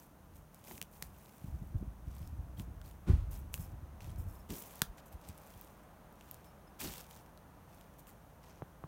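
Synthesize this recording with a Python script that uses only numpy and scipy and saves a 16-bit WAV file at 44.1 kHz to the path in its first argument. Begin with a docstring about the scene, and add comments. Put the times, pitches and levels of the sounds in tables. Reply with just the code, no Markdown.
"""Feet shuffle and turn on the spot in a pine wood, close under a hand-held microphone.
The soles grind gravel, crush crusted snow and splinter needles; twigs crack, ring and thud.
Eddies of wind buffet the microphone, one hard puff whistles across its port, and fingers bump it
twice at the end. Far behind are a soft breeze in the treetops, a small bird and a faint hiss."""
import sys
import numpy as np
from scipy import signal
from scipy.fft import rfft, irfft, next_fast_len
from scipy.io import wavfile
from scipy.ndimage import uniform_filter1d

SR = 44100
rng = np.random.default_rng(int(sys.argv[2]) if len(sys.argv) > 2 else 0)


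def unload_wav(signal):
    """Save mono or channel-first audio to the path in sys.argv[1] as 16-bit WAV at rate SR, clipped to [-1, 1]."""
    wavfile.write(
        sys.argv[1],
        SR,
        np.round(np.clip(np.atleast_2d(signal).T, -1, 1) * 32767).astype(np.int16),
    )


N = 391166
TIME = np.arange(N) / SR
CUTOFF_HZ = 16000   # top of the microphone's range
SHUFFLE_DB = -68.5   # gravel level of an ordinary shuffle

# rumble spectrum of wind on the microphone and of the ground underfoot: f/Hz, relative level/dB
RUMBLE = [(22, -16), (35, -3.5), (52, 2), (78, 0.5), (110, -7.5), (160, -16), (300, -53)]


def from_db(db):
    """Decibels to gain."""
    return 10 ** (np.asarray(db) / 20)


def rms_one(x):
    """Scale to unit power."""
    return x / np.sqrt(np.mean(x ** 2) + 1e-20)


def peak_one(x):
    """Scale to unit height."""
    return x / np.max(np.abs(x))


def gain_curve(rows):
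    """Rows of t/s, level/dB as a gain per sample."""
    return from_db(np.interp(TIME, *np.transpose(rows)))


def add(out, s, sound):
    """Mix a short sound in at time s."""
    at = int(np.clip(s * SR, 0, N - 1))
    out[at:at + len(sound)] += sound[:N - at]


def cut(x, hz, kind, order):
    """Causal low- or high-pass."""
    return signal.sosfilt(signal.butter(order, hz, kind, fs=SR, output="sos"), x + 1e-18)


def resonance(x, hz, width_hz):
    """Two-pole resonance with gain 1 at its peak."""
    r = np.exp(-np.pi * width_hz / SR)
    feedback = [1, -2 * r * np.cos(2 * np.pi * hz / SR), r * r]
    return signal.lfilter(np.array([1, 0, -1]) * (1 - r * r) / 2, feedback, x + 1e-18)


def colour(x, spectrum):
    """Filter by a spectrum that falls 12 dB per octave beyond its ends; rms 1."""
    hz, db = np.transpose(spectrum)
    size = next_fast_len(N)
    log_hz = np.log(np.fft.rfftfreq(size, 1 / SR) + 1)
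    outside = np.maximum(np.log(hz[0]) - log_hz, 0) + np.maximum(log_hz - np.log(hz[-1]), 0)
    gain = from_db(np.interp(log_hz, np.log(hz), db)) * np.exp(-2 * outside)
    return rms_one(irfft(rfft(x, size) * gain, size)[:N])


def noise(spectrum):
    """Coloured noise, rms 1."""
    return colour(rng.standard_normal(N), spectrum)


def even_noise(spectrum, window_s):
    """Coloured noise with its slow swells levelled and its fine texture kept."""
    x = noise(spectrum)
    return x / np.sqrt(uniform_filter1d(x ** 2, int(window_s * SR)) + 1e-6)


def wander(count, smooth):
    """A random curve averaged over `smooth` points; rms 1."""
    return rms_one(uniform_filter1d(rng.standard_normal(count), smooth))


def stroke(s, rise, hold, t60):
    """Pressure builds up to time s, holds and dies away."""
    out = np.zeros(N)
    span = slice(*np.searchsorted(TIME, [s - rise, s + hold + t60]))
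    t = TIME[span] - s
    out[span] = np.clip(t / rise + 1, 0, 1) * np.exp(-np.log(1000) * np.maximum(t - hold, 0) / t60)
    return out


def ring(hz, t60):
    """One damped mode, height 1."""
    t = TIME[:SR // 10]
    return peak_one(np.sin(2 * np.pi * hz * t) * np.exp(-np.log(1000) * t / t60))


def woodland(x, t60, wet_db):
    """Ground and trunks scatter a faint, short tail."""
    t = TIME[:SR // 3]
    scatter = rng.standard_normal(len(t)) * np.exp(-np.log(1000) * t / t60) * (t > .003)
    return x + from_db(wet_db) * signal.fftconvolve(x, scatter / np.linalg.norm(scatter))[:N]


def hiss():
    """A faint, steady hiss lies behind everything."""
    # spectrum of the hiss: f/Hz, relative level/dB
    spectrum = [(1470, -35), (2500, -5.5), (4880, -8), (6200, -0.5), (7650, -6), (9580, 0), (10400, -2),
                (12200, 0), (15000, -1), (16000, -2.5)]
    return from_db(-73) * noise(spectrum)


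def treetops():
    """A soft breeze sighs through the needles far overhead."""
    # strength of the breeze: t/s, level/dB
    breeze = [(0, -66), (3.2, -64), (4.8, -61.5), (7.0, -62.5), (8.87, -63.7)]
    # spectrum of air in the needles: f/Hz, relative level/dB
    needles = [(150, -10), (300, -4.5), (620, 1.5), (1000, -1.5), (1500, -7), (2200, -15.5), (3500, -21),
               (7000, -34)]
    return gain_curve(breeze) * noise(needles)


def bird():
    """A small bird far off: thin, wavering notes with a weaker octave, blurred among the trunks."""
    # notes: t/s, half-width/s, relative level/dB
    notes = [(2.252, .02, -72), (3.62, 0.038, -69), (4.196, .02, -74), (4.304, .022, -73),
             (4.362, 0.01, -70), (4.405, 0.012, -69), (6.48, .028, -71), (6.678, 0.0058, -65)]
    pitch_hz, waver_hz = 5290, 130
    out, t = np.zeros(N), TIME[:SR // 5] - 1 / 10
    for s, width, db in notes:
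        phase = 2 * np.pi * np.cumsum(pitch_hz + waver_hz * wander(len(t), smooth=120)) / SR
        tone = np.sin(phase) + .5 * np.sin(2 * phase)
        add(out, s + t[0], from_db(db) * np.exp(-(t / width) ** 2) * tone)
    return from_db(-1.5) * woodland(out, t60=0.08, wet_db=-13)


def wind():
    """Turbulence rumbles and flutters on the microphone port; each eddy is a lump of pressure."""
    # rumble of the wind at the microphone: t/s, level/dB
    strength = [(0, -70.5), (.38, -56), (.52, -68), (.85, -65), (1.1, -55), (1.35, -73), (1.46, -51),
                (1.87, -49.5), (1.97, -54), (2.1, -48), (2.78, -49), (3.03, -55.5), (3.38, -46),
                (3.92, -52), (4.2, -44), (4.6, -63.5), (5.5, -63), (8.87, -62)]
    # single eddies hitting the port: t/s, peak level/dB, half-width/s
    eddies = [(1.07, -47.5, .004), (1.449, -37, 0.0017), (1.49, -38.5, 0.0028), (1.546, -29.5, 0.0038),
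              (1.628, -32.5, 0.002), (1.76, -24, 0.0034), (1.827, -32, 0.0011), (1.881, -36, 0.0027),
              (2.081, -35.5, 0.003), (2.219, -39.5, .0022), (2.331, -39.5, .0027), (2.396, -33, 0.0055),
              (2.606, -33, 0.0015), (2.689, -35.5, 0.0017), (3.09, -27.5, 0.0016), (3.105, -19, 0.0026),
              (3.144, -23, 0.0042), (3.29, -35, 0.0065), (3.604, -29, 0.0033), (3.744, -40, 0.0025),
              (3.833, -42, .003), (4.081, -36, 0.0019), (4.194, -33, .004), (4.272, -33, 0.0028),
              (4.89, -42.5, 0.012), (5.148, -42.5, 0.0039), (5.301, -40.5, .0016), (5.564, -47, 0.0032)]
    # spectrum of the flutter: f/Hz, relative level/dB
    flutter_spectrum = [(100, -8.5), (150, 4), (195, 2.5), (250, -6), (315, -5.5), (420, -21.5), (800, -28)]
    swell_db, swell_s = -11, 0.022   # the rumble swells around each eddy
    swirl_db, swirl_s, eddy_s = -15.5, 0.018, 0.0014   # eddies narrower than eddy_s stir more flutter
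    rumble_gain = gain_curve(strength)
    flutter_gain = np.hypot(from_db(-12.5) * rumble_gain, from_db(-63.5))   # some remains in a lull
    wobbles, swells, swirls = np.zeros((3, N))
    t = TIME[:SR // 3] - 1 / 8
    for s, db, width in eddies:
        lump = np.exp(-(t / width) ** 2)
        wobble = cut(lump, hz=65, kind="high", order=4)   # the bass cut makes the lump swing
        add(wobbles, s - np.argmax(wobble) / SR, from_db(db) * peak_one(wobble))
        add(swells, s + t[0], from_db(db + swell_db) * np.exp(-(t / swell_s) ** 2))
        add(swirls, s + t[0], from_db(db + swirl_db) * eddy_s / width / (1 + (t / swirl_s) ** 4))
    rumble = np.hypot(rumble_gain, swells) * even_noise(RUMBLE, window_s=.06)
    flutter = np.hypot(flutter_gain, swirls) * even_noise(flutter_spectrum, window_s=0.048)
    return wobbles + rumble + flutter


def puff():
    """One hard puff whistles on the port's edge, throbs in the hollow of the hand and leaves a rumble."""
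    # spectrum of air rushing past the port: f/Hz, relative level/dB
    rush_spectrum = [(230, 6), (320, 9), (430, -2), (540, -10), (700, -3), (1150, 0), (1480, -9),
                     (2100, -8.5), (3200, -11.5), (5000, -17), (8000, -20), (15000, -26)]
    at_s, rise_s, hold_s = 3.085, 0.022, 0.0096
    front = stroke(at_s, rise_s, hold_s, t60=0.17)
    body = stroke(at_s, rise_s, hold_s, t60=0.51)
    wake = stroke(at_s + 0.045, rise_s, hold_s, t60=0.51)
    air = rng.standard_normal(N)
    whistle = from_db(-58) * rms_one(resonance(air, hz=1480, width_hz=67))
    hollow = resonance(air, hz=295, width_hz=100)
    throb = from_db(-38) * rms_one(cut(hollow, hz=490, kind="low", order=4))
    rumble = from_db(-28) * even_noise(RUMBLE, window_s=0.064)
    rush = from_db(-48.5) * noise(rush_spectrum)
    return front * (whistle + throb) + body * rush + wake * rumble


def bumps():
    """A soft fingertip gives the microphone a dull knock, then the housing rocks."""
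    # fingers on the housing, ahead of the low-pass: t/s, knock/dB, hollow ring/dB, thud/dB
    touches = [(8.6214, -29.5, -50.5, -36.5), (8.8392, -36, -40, -37.5)]
    out = np.zeros(N)
    for s, knock_db, hollow_db, thud_db in touches:
        add(out, s, from_db(knock_db) * ring(hz=580, t60=0.0037))
        add(out, s, from_db(hollow_db) * ring(hz=1100, t60=0.015))
        add(out, s + 0.00322, -from_db(thud_db) * ring(hz=148, t60=0.043))
    return cut(out, hz=2300, kind="low", order=2)


def tear(split_s):
    """A sharp break smeared over the splitting time: each pitch leaves at its own moment."""
    size = 2048
    delay_s = split_s * (1 + np.tanh(wander(size // 2 + 1, smooth=40))) / 2
    return irfft(np.exp(-2j * np.pi * np.cumsum(delay_s) * SR / size), size)[:size // 2]


def snaps(breaks):
    """A break tears for a moment and sets the piece ringing; the bigger ones thud into the ground."""
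    crack_s, ring_cycles = .0027, 8.2   # a crack's level is its rms over crack_s
    out = np.zeros(N)
    for s, crack_db, split_s, hz, ring_db in breaks:
        burst = tear(split_s)
        crack = cut(burst, hz=min(2.6 * hz, 7000), kind="high", order=1)   # small pieces radiate no bass
        add(out, s, from_db(crack_db) * crack * np.sqrt(SR * crack_s) / np.linalg.norm(crack))
        overtone_share = .85 * min(1, 1600 / hz)   # thin pieces hardly bend in their second mode
        for mode_hz, strength in [(hz, 1), (2.12 * hz, overtone_share)]:
            if mode_hz < CUTOFF_HZ:
                mode = ring(mode_hz, t60=ring_cycles / mode_hz + 0.00041)
                add(out, s, -from_db(ring_db) * strength * signal.fftconvolve(burst, mode))
        thud_db = crack_db - 6.5 - np.log2(hz / 1980)   # thinner pieces thud less, 1 dB per octave
        thud = ring(hz=164, t60=0.029) + .5 * ring(hz=418, t60=0.013)
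        add(out, s + 0.00227, from_db(thud_db) * thud)
    return out


def twigs():
    """Twigs and crust break underfoot, and the wood around answers briefly."""
    # breaks: t/s, crack level/dB, splitting time/s, pitch of the piece/Hz, ring gain/dB
    breaks = [(0.5453, -52.5, 0.00068, 9240, -51), (0.641, -57, 0.0007, 2980, -54),
              (0.7097, -61, 0.0027, 900, -40.5), (0.779, -50, 0.0013, 2570, -43),
              (0.8153, -38.5, 0.0005, 2900, -30), (0.826, -42.5, 0.00085, 2830, -42),
              (1.0238, -36.5, .0022, 1980, -34.5), (2.274, -54.5, 0.0022, 5430, -51),
              (2.5971, -53, .0011, 3220, -37.5), (2.8154, -60, 0.00041, 1543, -48.5),
              (3.3135, -58, .002, 12500, -46), (3.541, -35.5, 0.00091, 2750, -28.5),
              (3.5482, -56, .00065, 9600, -33), (3.577, -57, .0009, 1600, -48),
              (4.0061, -64, 0.00066, 2700, -43.5), (4.5044, -49, .0014, 3000, -40),
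              (4.757, -51, .00073, 11000, -40), (4.7915, -52, .0023, 12000, -42),
              (4.818, -23, 0.0016, 1590, -22), (5.2883, -47.5, 0.0013, 7860, -43),
              (5.3783, -62, 0.0011, 10100, -37.5), (5.612, -63, .0005, 14200, -29.5),
              (6.126, -65, .00054, 14500, -47), (6.21, -63, .001, 2930, -44.5),
              (6.312, -65, 0.0005, 13600, -24), (6.3432, -49, .0021, 9000, -48),
              (6.7935, -52, .003, 6000, -48), (6.8126, -46, 0.0028, 2450, -34),
              (6.9377, -49.5, 0.0011, 3150, -41), (6.98, -45, .0037, 3220, -54),
              (7.005, -53, 0.00059, 14000, -35), (7.01, -50, .0014, 5430, -43),
              (7.11, -54, 0.001, 3300, -46.5), (7.3753, -63, 0.0012, 4440, -48.5),
              (7.81, -60, .003, 3160, -50)]
    return woodland(snaps(breaks), t60=0.14, wet_db=-15.5)


def splinters(pressure):
    """Needles and tiny twigs break at random under the sole, more often and louder as it presses."""
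    per_s, level_db, spread_db = 10, -60, 2   # under an ordinary shuffle
    low_hz, high_hz, split_s, ring_over_crack_db = 2380, 13100, 0.0022, 7
    candidates = 500
    when, chance, thinness, strength = rng.random((candidates, 4)).T
    load = (pressure[(when * N).astype(int)] / from_db(SHUFFLE_DB)) ** .45
    db = level_db + 20 * np.log10(load + 1e-9) + spread_db * (2 * strength - 1)
    hz = low_hz * (high_hz / low_hz) ** thinness
    breaks = np.column_stack([when * N / SR, db, np.full(candidates, split_s), hz, db + ring_over_crack_db])
    return snaps(breaks[chance < per_s * load * N / SR / candidates])


def grains(per_s, spread_db):
    """Tiny random fractures: many weak, a few strong; the same power at any rate."""
    sizes = from_db(spread_db * np.minimum(rng.exponential(1, N), 3)) / np.sqrt(per_s)
    return (rng.random(N) < per_s / SR) * sizes * rng.choice([-1, 1], N)


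def pebbles(clicks, sizes):
    """Every grain rings briefly at a pitch set by its size."""
    size = rng.integers(0, sizes, N)
    pitches_hz = np.geomspace(1500, 15000, sizes)
    return sum(resonance(clicks * (size == k), hz, width_hz=hz / 20) for k, hz in enumerate(pitches_hz))


def crunch(pressure, spectrum, per_s, ring_db):
    """Grains give way in clumps, more under more pressure: a light touch crackles, a full step fizzes."""
    rate = per_s * (pressure / from_db(-60.5) + 0.08) ** 0.69
    cracks = colour(grains(rate, spread_db=0.5), spectrum)
    rings = from_db(ring_db) * colour(pebbles(grains(rate, spread_db=8), sizes=16), spectrum)
    fine = colour(grains(per_s=9000, spread_db=2), spectrum)
    clumps = rms_one(from_db(2.27 * wander(N, smooth=180)))
    return pressure * clumps * rms_one(cracks + rings + fine)


def foot_pressure():
    """How hard the feet work the gravel, the crust and the ground; overlapping contacts add in power."""
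    # full steps: t/s, rise/s, time on the ground/s, gravel level/dB, crust over gravel/dB,
    # crust lag/s, weight level/dB, weight lag/s
    steps = [(0.68, 0.095, 0.082, -61, 4, 0.04, -54, 0.039), (4.5, 0.015, 0.27, -54.5, 3, 0.058, -43, .006),
             (6.806, 0.021, 0.18, -47, -1.5, .005, -46, .045)]
    # light shuffles: t/s, rise/s, length/s, gravel level/dB, crust over gravel/dB
    scuffs = [(0.0, .01, 0.038, -74, 6.5), (.358, .04, .02, -76, 6), (0.554, .045, 0.042, -75, 3),
              (0.938, 0.035, 0.031, -72, 8), (1.016, .02, .045, -70, 5.5), (1.17, 0.1, 0.26, -73, 4),
              (2.111, 0.074, .13, -72.5, 1), (2.591, .03, 0.021, -66, 4), (2.848, .015, .045, -70.5, 5),
              (3.313, .007, 0.043, -65, 6.5), (3.538, .015, 0.022, -69, 16),
              (3.596, 0.0099, 0.038, -66.5, 8), (4.009, .006, 0.07, -64.5, -2.5),
              (4.188, .015, .025, -74.5, 13), (4.293, .045, 0.068, -80, 13.5),
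              (4.985, 0.016, 0.0055, -62.5, -2.5), (5.06, .005, 0.01, -75, 13.5),
              (5.122, 0.0067, 0.0072, -67.5, 6), (5.28, 0.09, 0.024, -65, -2),
              (5.454, 0.19, 0.17, -70, 1.5), (6.26, 0.12, .09, -72.5, -0.5), (6.448, .018, 0.017, -74, 4),
              (7.104, .017, 0.061, -67, 0.5), (7.71, .045, 0.097, -74.5, .5), (7.988, .01, 0.01, -73, 12.5),
              (8.078, .015, 0.019, -68, 6), (8.437, 0.019, 0.076, -69, -14)]
    roll = from_db(-9.5)   # the heel bites, then the foot rolls on more lightly
    scuff_weight_db = -12   # against the shuffle's gravel level
    power = np.zeros((3, N))
    for s, rise, length, db, crust_db, crust_lag, weight_db, weight_lag in steps:
        down = stroke(s, rise, length, t60=0.37)   # the crunch dies as the foot lifts
        bites = [stroke(s + lag, rise + lag, hold=0.038, t60=0.61) for lag in (0, crust_lag)]
        gravel, crust = np.maximum(bites, roll) * down
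        weight = stroke(s + weight_lag, rise=.012 + weight_lag, hold=0.016, t60=0.26)
        power += (from_db([db, db + crust_db, weight_db])[:, None] * [gravel, crust, weight]) ** 2
    for s, rise, length, db, crust_db in scuffs:
        press = stroke(s, rise, length, t60=0.055 + 5.3 * length)   # a longer shuffle dies more slowly
        power += (from_db([db, db + crust_db, db + scuff_weight_db])[:, None] * press) ** 2
    return np.sqrt(power)


def footsteps(gravel, crust, weight):
    """Each contact grinds gravel, crushes snow crust, rubs the sole and makes the ground boom."""
    # spectrum of grinding gravel: f/Hz, relative level/dB
    gravel_spectrum = [(1300, -0.5), (2200, -2.5), (3100, 1.5), (4200, -1.5), (5600, 0), (7500, -3.5),
                       (11000, -6.5)]
    # spectrum of breaking snow crust: f/Hz, relative level/dB
    crust_spectrum = [(4000, -33), (6000, -2), (9000, 1.5), (10400, 3), (12000, 4.5), (15500, 6),
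                      (16500, -18)]
    # spectrum of the heel's thump: f/Hz, relative level/dB
    heel_spectrum = [(50, -4), (110, -1.5), (200, 6), (320, 0), (430, -4), (800, -44)]
    # spectrum of the rubbing sole: f/Hz, relative level/dB
    sole_spectrum = [(200, -21), (450, -1), (1000, 0.5), (1600, -20), (2400, -7.5), (4000, -33)]
    grit = crunch(gravel, gravel_spectrum, per_s=330, ring_db=-3.5)
    snow = crunch(crust, crust_spectrum, per_s=460, ring_db=-9)
    thump = even_noise(heel_spectrum, window_s=0.027)
    boom = from_db(-4) * noise(RUMBLE)
    friction = from_db(-68) * (gravel / from_db(SHUFFLE_DB)) ** 0.59   # grows more slowly than the crunch
    rub = friction * colour(grains(per_s=1900, spread_db=0), sole_spectrum)
    return grit + snow + rub + weight * (thump + boom)


def scene():
    """Feet, hand and wind close to one microphone; the treetops and the bird far off."""
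    gravel, crust, weight = foot_pressure()
    background = treetops() + bird() + hiss()
    close = footsteps(gravel, crust, weight) + bumps() + wind() + puff() + twigs() + splinters(gravel)
    return (background + close)[None]


def record(dry):
    """The microphone port has a notch in the treble; the deep bass and the top are cut."""
    notched = dry - 0.58 * resonance(dry, hz=10380, width_hz=420)
    voiced = cut(notched, hz=32.7, kind="high", order=4)
    return signal.sosfilt(signal.ellip(10, .1, 80, CUTOFF_HZ, fs=SR, output="sos"), voiced)


dry = scene()
out = record(dry)
unload_wav(out)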